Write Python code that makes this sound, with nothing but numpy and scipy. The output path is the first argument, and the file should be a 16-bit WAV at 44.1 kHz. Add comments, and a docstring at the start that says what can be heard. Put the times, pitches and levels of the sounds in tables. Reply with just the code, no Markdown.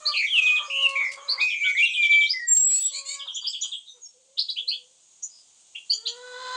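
"""A garden, heard from under a sheet-metal roof. A blackbird flutes a warbled phrase and ends on a thin
whistle and a nasal twitter; small songbirds chirp and trill. Their pure tones come from the syrinx,
where airflow sets membranes vibrating. Farther off, hens croon and cluck: pulsing membranes are the
source and the throat is the filter. Leaves rustle over faint air, the treble flickers, a soft rumble
swells once, and reflections from the roof and walls give the birds a short echo."""
import sys
import numpy as np
from scipy import signal
from scipy.fft import rfft, irfft
from scipy.io import wavfile

SR = 44100
rng = np.random.default_rng(int(sys.argv[2]) if len(sys.argv) > 2 else 0)


def persist_wave(psi):
    """Save psi, clipped to +-1, as 16-bit WAV."""
    counts = np.round(np.clip(psi, -1, 1) * 32767).astype(np.int16)
    wavfile.write(sys.argv[1], SR, np.atleast_2d(counts).T)


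N = 289296
TIME = np.arange(N) / SR
BAND_LIMIT_HZ = 16000

# spectrum of still garden air: frequency_hz, gain_db
AIR_SPECTRUM = [(30, -21.5), (150, -14.5), (400, -14.5), (800, -10.5), (1800, -20), (3300, -5),
                (5300, -8.5), (6700, 3.5), (9000, -5.5), (10500, -29), (16000, -24)]
# its slow change of level: time_s, level_db
AIR_LEVEL = [(0, -53.5), (1.1, -59.5), (2.2, -63.5), (4.2, -62.5), (5.7, -57.5), (6.56, -55.5)]
# hens' croons and hums: start_s, length_s, start_hz, end_hz, level_db, overtone_gain_db, jitter_ratio
CROONS = [(0, 0.116, 623.1, 587.9, -52, 5, 0.01487), (.33, 0.3308, 628.8, 591.9, -60, 6, 0.0215),
          (0.676, 0.309, 550, 546.3, -48, -2, 0.0044), (1.08, 0.3026, 557.5, 542.9, -55, -0.5, .04),
          (1.6, 0.2225, 497, 483.7, -71.5, -25.5, 0.0414),
          (2.906, 0.3275, 543.8, 558.9, -61.5, 1.5, 0.0034), (3.936, 0.0536, 521, 504.8, -68.5, -12, 0.052),
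          (4.135, 0.2316, 512.3, 547, -68, -26.5, 0.038), (4.601, 0.348, 482.2, 511, -73, -31.5, 0.0331)]
# throat resonances of a croon: frequency_hz, gain_db
CROON_THROAT = [(1100, 1), (1250, 7), (1650, -14.5), (2200, -4), (2800, -18), (4400, -18.5), (5500, -49.5)]
# rising songbird chirps: start_s, length_s, start_hz, end_hz, level_db
CHIRPS = [ (0.048, .047, 3797, 4945, -20.5), (0.154, 0.0412, 3761, 4828, -26.5),
          (1.276, 0.0575, 3781, 4954, -21.5), (1.394, 0.035, 2978, 5092, -27),
          (1.622, 0.0554, 2490, 3681, -28), (2.24, 0.0458, 3041, 4283, -30.5),
          (2.285, 0.04655, 4396, 5360, -22), (2.917, 0.0813, 3857, 4752, -34.5),
          (3.054, 0.101, 4194, 4671, -41.5), (3.461, 0.0287, 4188, 5475, -24.5),
          (3.481, .04, 7406, 7863, -40.5), (4.369, 0.0287, 3150, 4868, -27.5),
          (4.385, 0.01884, 3843, 4848, -18.5), (4.481, 0.03086, 3194, 4804, -25.5),
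          (4.556, .05, 2479, 3779, -28), (4.671, .037, 3701, 4848, -22.5), (4.696, 0.0634, 2326, 3706, -32),
          (5.746, 0.0229, 2312, 3418, -32.5), (5.894, 0.0301, 4154, 4870, -17.5),
          (5.9, 0.0476, 2694, 3478, -36.5), (6.05, 0.0336, 3158, 4875, -25.5),
          (6.065, 0.024, 2624, 3542, -30)]
# blackbird syllables: start_s, length_s, start_hz, end_hz, level_db, crescendo_db, warble_depth_ratio
BLACKBIRD_SYLLABLES = [ (0.115, 0.075, 3455, 2705, -32, 4.5, 0.091),
                       (0.137, 0.1304, 2689, 2263, -24, 2.5, 0.0863),
                       (.30, 0.1047, 3550, 2522, -21, 14, 0.0195),
                       (.415, 0.1789, 2500, 2490, -19, -3, 0.01),
                       (.697, 0.129, 2657, 2931, -26, 0.5, 0.0646),
                       (0.821, 0.0562, 3046, 2657, -18.5, 2, 0.0086),
                       (0.952, 0.1463, 2342, 2134, -24, -8, 0.0484),
                       (1.375, 0.051, 1983, 2400, -29.5, 11, 0.0317),
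                       (1.41, 0.0828, 2471, 2514, -20.5, -12, 0.0098),
                       (1.479, .13, 2480, 2336, -28.5, -6, .055),
                       (1.603, 0.1198, 2346, 2245, -22, 8.5, 0.0245),
                       (1.746, 0.0829, 1990, 2414, -21.5, 14, 0.0306),
                       (1.822, 0.0361, 2743, 2764, -15, 4, 0.014),
                       (1.875, 0.0726, 2584, 2526, -31.5, 3.5, 0.0404),
                       (1.966, 0.11, 2474, 2313, -20, 5.5, 0.0033),
                       (2.092, 0.1786, 2323, 2321, -19, -10, 0.00287),
                       (2.333, 0.0468, 2096, 1997, -30.5, 0, 0.0114),
                       (2.393, 0.1198, 1916, 1894, -34.5, -7, .005)]
# hiss in the blackbird's tone: frequency_hz, gain_db
HOARSE_SPECTRUM = [(2500, -35), (3500, 4), (5200, -6.5), (6700, 3.5), (8000, -8), (11000, -22.5)]
# runs of falling notes: start_s, note_count, gap_s, level_db
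TRILLS = [(.26, 4, 0.09395, -24), (1.491, 1, .08, -25.5), (1.764, 6, .08, -23), (3.186, 7, .0785, -27.5)]
# hens' hoarse clucks: start_s, length_s, level_db
CLUCKS = [(0.571, 0.081, -47.5), (0.988, 0.0586, -45.5), (1.162, 0.0359, -44.5), (1.29, 0.0753, -53.5),
          (1.369, 0.0474, -43), (3.245, 0.0422, -53), (3.411, 0.0457, -58.5), (3.639, 0.0247, -59)]
# throat resonances of a cluck: frequency_hz, gain_db
CLUCK_THROAT = [(350, -38), (520, -8.5), (700, -22), (950, 1), (1200, -2.5), (1500, -9.5), (2500, -37.5)]
# stirrings among the leaves: start_s, length_s, level_db
RUSTLES = [(0.888, 0.0947, -41.5), (1.115, 0.091, -40.5), (2.568, 0.042, -36), (2.602, 0.125, -43.5),
           (2.709, 0.321, -42.5)]
# spectrum of the leaves: frequency_hz, gain_db
RUSTLE_SPECTRUM = [(200, -23.5), (1200, -17.5), (2500, -7.5), (7000, -2.5), (9000, -5.5), (16000, -33)]
# faint, thin, nearly level bird notes: start_s, length_s, pitch_hz, level_db, rasp_ratio
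THIN_NOTES = [(1.631, .077, 1486, -40.5, 0.012), (2.765, 0.1955, 3539, -44, 0.066),
              (3.401, 0.0555, 4659, -43.5, 0.011), (3.851, 0.0772, 3748, -46, 0.031),
              (3.864, 0.101, 6116, -55, .015), (3.99, 0.0993, 6635, -44, 0.0044),
              (4.049, 0.026, 5493, -44.5, 0.0063), (4.979, .26, 6678, -60, 0.0075),
              (5.264, 0.188, 5000, -55.5, .05)]
# contour of the blackbird's closing whistle: time_s, pitch_hz, level_db
WHISTLE_CONTOUR = [(2.465, 7476, -41.5), (2.489, 7371, -20), (2.511, 7439, -22), (2.523, 7434, -16.5),
                   (2.667, 7685, -21), (2.819, 7793, -24), (2.865, 7731, -23), (2.92, 7744, -48.5)]
# the blackbird's nasal twitter: start_s, length_s, start_hz, end_hz, level_db
TWITTER_SYLLABLES = [(2.552, 0.00626, 1065, 1122, -38.5), (2.671, 0.15, 723.7, 895.7, -42),
                     (2.772, 0.243, 1633, 1492, -50.5), (2.912, 0.11, 685, 821.3, -37),
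                     (3.037, 0.1313, 664.2, 769, -35.5)]
# throat resonances of the twitter: frequency_hz, gain_db
TWITTER_THROAT = [(700, -64), (1600, -34.5), (2350, 0.5), (3100, -10.5), (4400, 5.5), (5700, -21),
                  (7000, 8.5), (9000, -10), (11000, -25)]
# high two-voiced chips: start_s, level_db
CHIPS = [(3.339, -35.5), (3.606, -30), (5.221, -33), (5.923, -36), (6.07, -39.5)]
# the two sides of the syrinx in a chip: start_hz, end_hz, gain_db
CHIP_VOICES = [(6242, 7300, 2.5), (5763, 6150, -4)]
# throat resonances of a hen's long call: frequency_hz, gain_db
LONG_CALL_THROAT = [(1000, 4), (1500, 4), (2000, -5), (2500, -14.5), (3000, -10.5), (3500, -2), (4000, 1.5),
                    (4500, -9.5), (5000, -8), (5600, -27), (6500, -12.5), (8000, -18), (9500, -34.5)]
# time the echo takes to fall by 60 dB: frequency_hz, decay_s
GARDEN_T60 = [(500, 0.18), (2500, 0.2634), (4500, 0.2081), (8000, 0.2058), (15000, 0.017)]
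# treble response of the microphone: frequency_hz, gain_db
MICROPHONE_RESPONSE = [(9200, 0.5), (11000, -12.5), (16000, -20)]


def amp(db):
    """Amplitude grows tenfold for every 20 dB."""
    return 10 ** (np.asarray(db) / 20)


def unit(x):
    """Normalisation to an rms of 1."""
    return x / np.sqrt(np.mean(x ** 2) + 1e-20)


def value_at(points, hz):
    """Interpolation on a logarithmic frequency axis."""
    frequencies, values = np.transpose(points)
    return np.interp(np.log(hz + 1), np.log(frequencies), values)


def add(mix, start_s, sound):
    """Superposition: a sound adds to the mix from start_s on."""
    part = mix[max(round(start_s * SR), 0):][:len(sound)]
    part += sound[:len(part)]


def filtered(x, response):
    """Linear filtering: the spectrum is multiplied by a frequency response."""
    return irfft(rfft(x) * amp(value_at(response, np.fft.rfftfreq(N, 1 / SR))), N)


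def noise(spectrum):
    """Filtering colours white noise; the result has an rms of 1."""
    return unit(filtered(rng.standard_normal(N), spectrum))


def waver(size, rate_hz):
    """Random modulation: straight lines join rate_hz random values a second."""
    knots = rng.standard_normal(size // 8 + 2)
    return np.interp(np.arange(size) * rate_hz / SR, np.arange(len(knots)), knots)


def faded(x, edge_s=0.0065):
    """A cosine taper softens onset and release."""
    return x * signal.windows.tukey(len(x), min(1, 2 * edge_s * SR / len(x)))


def easing(length_s, bend):
    """A power law falls from 1 to 0; with bend above 1 it starts fast and levels off."""
    return np.linspace(1, 0, round(length_s * SR)) ** bend


def glide(length_s, start_hz, end_hz, bend):
    """A frequency sweep along a power law."""
    return end_hz + (start_hz - end_hz) * easing(length_s, bend)


def arch(length_s, sag_db, rise_db):
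    """A parabolic envelope in dB: softer at both ends, and tilted by rise_db."""
    position = np.linspace(-.5, .5, round(length_s * SR))
    return rise_db * position - sag_db * (2 * position) ** 2


def syrinx(hz, second_db, third_db):
    """Nearly sinusoidal vibration: a fundamental with weak second and third harmonics."""
    phase = 2 * np.pi * np.cumsum(hz) / SR
    second = amp(second_db) * np.sin(2 * phase)
    third = amp(third_db) * np.sin(3 * phase) * (3 * hz < BAND_LIMIT_HZ)
    return np.sqrt(2) * (np.sin(phase) + second + third)


def reedy(hz, throat, first=1):
    """Source and filter: throat resonances weight the harmonics of a pulsing membrane."""
    phase = 2 * np.pi * np.cumsum(hz) / SR
    return np.sqrt(2) * sum(amp(value_at(throat, k * hz)) * (k * hz < 11500) * np.cos(k * phase)
                            for k in range(first, 18))


def air(flutter_db=0.63):
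    """Ambient noise: a faint broadband hiss whose level drifts."""
    level_db = np.interp(TIME, *np.transpose(AIR_LEVEL)) + flutter_db * waver(N, 66)
    return amp(level_db) * noise(AIR_SPECTRUM)


def hen_voice(hz, level_db, overtone_db, throat, jitter):
    """Jitter and shimmer: uneven pulses roughen the pitch and the overtones of a held note."""
    hz = hz * (1 + jitter * (waver(len(hz), 500) + .5 * waver(len(hz), 34.678)))
    shimmer = 1 + 14 * jitter * waver(len(hz), 600)
    tone = syrinx(hz, second_db=-41.5, third_db=-41)
    overtones = amp(overtone_db) * shimmer * reedy(hz, throat, first=2)
    return faded(amp(level_db) * (tone + overtones), edge_s=0.0093)


def croons(beak_opening_db=12.5):
    """Radiation from the beak: a hen's overtones grow as it opens."""
    out = np.zeros(N)
    for start_s, length_s, start_hz, end_hz, db, overtone_db, jitter in CROONS:
        hz = glide(length_s, start_hz, end_hz, bend=1.3)
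        level_db = db + arch(length_s, sag_db=1, rise_db=2)
        beak_db = overtone_db + arch(length_s, sag_db=0, rise_db=beak_opening_db)
        add(out, start_s, hen_voice(hz, level_db, beak_db, CROON_THROAT, jitter))
    return out


def slide(length_s, start_hz, end_hz, rasp):
    """Random frequency modulation adds rasp to a gliding tone, which swells in the middle."""
    hz = glide(length_s, start_hz, end_hz, bend=1.25)
    tone = syrinx(hz * (1 + rasp * waver(len(hz), 900)), second_db=-34, third_db=-45.5)
    return tone * signal.windows.tukey(len(hz), .9)


def treble_flicker(count=60, until_s=3.75, low_hz=3084, high_hz=7545, loudest_db=-49.5, spread_db=6):
    """Frequency sweeps: faint, short, high tones glide up or down at random times and pitches."""
    out = np.zeros(N)
    for k, (when, pitch, slope, softness) in enumerate(rng.random((count, 4))):
        start_hz = low_hz + pitch * (high_hz - low_hz)
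        end_hz = start_hz * (1 + 0.15 * (2 * slope - 1))
        note = slide(0.089, start_hz, end_hz, rasp=.035)
        add(out, (k + when) / count * until_s, amp(loudest_db - spread_db * softness) * note)
    return out


def chirp(length_s, start_hz, end_hz):
    """A quick sweep whose rasp is proportional to its sweep rate."""
    octaves_per_s = abs(np.log2(end_hz / start_hz)) / length_s
    return slide(length_s, start_hz, end_hz, rasp=0.003255 * octaves_per_s)


def rising_chirps():
    """Brief upward frequency sweeps of the syrinx are heard as chirps."""
    out = np.zeros(N)
    for start_s, length_s, start_hz, end_hz, db in CHIRPS:
        add(out, start_s, amp(db) * chirp(length_s, start_hz, end_hz))
    return out


def blackbird(warble_hz=135, jitter=0.0045, flutter_db=1.2, hoarse_db=-29, patchy_db=4):
    """Fast frequency modulation makes some fluted notes burry; a hoarse hiss follows their level."""
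    tones, envelope = np.zeros(N), np.zeros(N)
    for start_s, length_s, start_hz, end_hz, db, rise_db, depth in BLACKBIRD_SYLLABLES:
        hz = glide(length_s, start_hz, end_hz, bend=1.4)
        level_db = db + arch(length_s, sag_db=3.5, rise_db=rise_db) + flutter_db * waver(len(hz), 90)
        rate_hz = warble_hz * (1 + 0.22 * waver(len(hz), 90))
        warble = np.sin(2 * np.pi * np.cumsum(rate_hz) / SR) * (1 + 0.34 * waver(len(hz), 120))
        hz = hz * (1 + depth * warble + jitter * waver(len(hz), 200))
        add(tones, start_s, faded(amp(level_db) * syrinx(hz, second_db=-38.5, third_db=-33)))
        add(envelope, start_s, faded(amp(level_db)))
    hiss = amp(hoarse_db + patchy_db * waver(N, 40)) * noise(HOARSE_SPECTRUM)
    return tones + envelope * hiss


def trills(rasp=0.038, slowing_s=.003, soft_start_db=5, warmup_notes=1.241):
    """Nearly periodic repetition of one falling note; each run gains force and slows a little."""
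    out = np.zeros(N)
    for start_s, note_count, gap_s, db in TRILLS:
        for k in range(round(note_count)):
            hz = glide(.04, start_hz=4084, end_hz=2976.4, bend=1.8) * (1 + 0.013 * rng.standard_normal())
            tone = syrinx(hz * (1 + rasp * waver(len(hz), 1000)), second_db=-41, third_db=-35.5)
            force = amp(db - soft_start_db * np.exp(-k / warmup_notes))
            onset_s = start_s + k * gap_s + slowing_s * k ** 2 / 2
            add(out, onset_s, force * faded(tone, edge_s=0.01792))
    return out


def clucks(jitter=0.15):
    """Aperiodic vibration: strong jitter makes a hen's low, falling pulses hoarse."""
    out = np.zeros(N)
    for start_s, length_s, db in CLUCKS:
        hz = glide(length_s, start_hz=325, end_hz=259.1, bend=0.77)
        voice = reedy(hz * (1 + jitter * waver(len(hz), 500)), CLUCK_THROAT)
        add(out, start_s, amp(db) * faded(unit(voice), edge_s=0.031))
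    return out


def leaves(crackle_db=3.4):
    """Random amplitude modulation makes each dying rustle of noise crackle."""
    envelope = np.zeros(N)
    for start_s, length_s, db in RUSTLES:
        add(envelope, start_s, amp(db) * faded(easing(length_s, bend=2), edge_s=0.00327))
    return envelope * amp(crackle_db * waver(N, 350)) * noise(RUSTLE_SPECTRUM)


def thin_notes(fall=.012):
    """Almost sinusoidal vibration gives faint, thin, nearly level bird notes."""
    out = np.zeros(N)
    for start_s, length_s, hz, db, rasp in THIN_NOTES:
        add(out, start_s, amp(db) * slide(length_s, hz * (1 + fall), hz * (1 - fall), rasp))
    return out


def rumble(peak_s=2.581, peak_db=-60, rise_db_per_s=326, fall_db_per_s=57.5, lumpy_db=5):
    """Exponential growth and decay: soft, lumpy low noise swells quickly and dies away."""
    since_s = TIME - peak_s
    swell_db = np.minimum(rise_db_per_s * since_s, -fall_db_per_s * since_s)
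    envelope = amp(peak_db + swell_db + lumpy_db * waver(N, 60))
    return envelope * noise([(30, -5), (150, -3), (400, -16), (1200, -19.5), (4000, -62.5)])


def whistle(jitter=0.0018, flutter_db=0.5, overtone_db=-10, pure_start_db=35, growth_s=.04):
    """Harmonic growth: the blackbird's high, slightly rising note starts pure and gains its octave."""
    out = np.zeros(N)
    times_s, pitches_hz, levels_db = np.transpose(WHISTLE_CONTOUR)
    t = np.arange(times_s[0], times_s[-1], 1 / SR)
    hz = np.interp(t, times_s, pitches_hz) * (1 + jitter * waver(len(t), 264.4))
    level_db = np.interp(t, times_s, levels_db) - flutter_db * waver(len(t), 72.4)
    second_db = overtone_db - pure_start_db * np.exp(-(t - t[0]) / growth_s)
    add(out, t[0], faded(amp(level_db) * syrinx(hz, second_db, third_db=-60), edge_s=0.013))
    return out


def twitter(jitter=.016, shimmer_db=4.08):
    """Formants: sharp throat resonances make the blackbird's squeezed, hoarse syllables nasal."""
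    out = np.zeros(N)
    for start_s, length_s, start_hz, end_hz, db in TWITTER_SYLLABLES:
        hz = glide(length_s, start_hz, end_hz, bend=2.1)
        hz = hz * (1 + jitter * waver(len(hz), 700))
        voice = reedy(hz, TWITTER_THROAT) * amp(shimmer_db * waver(len(hz), 500))
        add(out, start_s, amp(db) * faded(unit(voice), edge_s=0.0354))
    return out


def chips(length_s=0.033):
    """Biphonation: the two sides of the syrinx sweep through different pitches at once."""
    out = np.zeros(N)
    for start_s, db in CHIPS:
        for start_hz, end_hz, side_db in CHIP_VOICES:
            add(out, start_s, amp(db + side_db) * chirp(length_s, start_hz, end_hz))
    return out


def long_call(start_s=5.93, length_s=.64, final_db=-47.5, swell_db=19, overtone_db=8, opening_db=22):
    """Radiation from an opening beak brightens a nearer hen's call as it rises, swells and levels off."""
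    out = np.zeros(N)
    hz = glide(length_s, start_hz=422, end_hz=504.3, bend=3.3)
    level_db = final_db - swell_db * easing(length_s, bend=2.35)
    beak_db = overtone_db - opening_db * easing(length_s, bend=0.607)
    add(out, start_s, hen_voice(hz, level_db, beak_db, LONG_CALL_THROAT, jitter=.019))
    return out


def garden(x, scatter_db, tail_db, echoes_per_s=3000, scatter_t60_s=0.1156):
    """Multipath reflection: roof and leaves smear each note, and the walls beyond add a decaying tail."""
    t = np.arange(SR // 2) / SR
    taps = rng.standard_normal((2, len(t))) * (rng.random((2, len(t))) < echoes_per_s / SR)
    early = taps[0] * (t > .002) * amp(-60 * t / scatter_t60_s)
    paths = np.fft.fft((t == 0) + amp(scatter_db) * early / np.linalg.norm(early))
    # nearly all-pass: the scatter delays each pitch differently but hardly changes its loudness
    minimum_phase = np.exp(signal.hilbert(np.log(abs(paths) + 0.074)).conj())
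    scatter = np.fft.ifft(paths / minimum_phase).real * np.exp(-(t / .04) ** 2)
    hz, frame_s, late = signal.stft(taps[1] * (t > .01), SR, nperseg=256)
    decay = amp(-60 * frame_s / value_at(GARDEN_T60, hz)[:, None])
    tail = signal.istft(late * decay, SR, nperseg=256)[1][:len(t)]
    response = scatter / np.linalg.norm(scatter) + amp(tail_db) * tail / np.linalg.norm(tail)
    return signal.fftconvolve(x, response)[:N]


def scene():
    """Superposition: each group of sounds joins the mix with its own ratio of direct sound to echo."""
    near = garden(amp(-0.1148) * blackbird() + whistle(), scatter_db=-3, tail_db=-12)
    small_calls = rising_chirps() + chips() + thin_notes() + twitter()
    bushes = amp(0.6849) * garden(small_calls, scatter_db=6, tail_db=-8.5)
    hedge = amp(-2.5) * garden(trills(), scatter_db=2.5, tail_db=-5.8)
    flicker = garden(treble_flicker(), scatter_db=6, tail_db=-3)
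    yard = garden(croons() + long_call() + clucks(), scatter_db=4, tail_db=-5)
    return (near + bushes + hedge + flicker + yard + leaves() + rumble() + air())[None]


def record(dry):
    """Low-pass filtering: the microphone dulls the top treble, and a steep filter limits the band."""
    lowpass = signal.firwin(511, BAND_LIMIT_HZ, window=("kaiser", 9), fs=SR)
    return signal.oaconvolve(filtered(dry, MICROPHONE_RESPONSE), lowpass[None], "same")


dry = scene()
out = record(dry)
persist_wave(out)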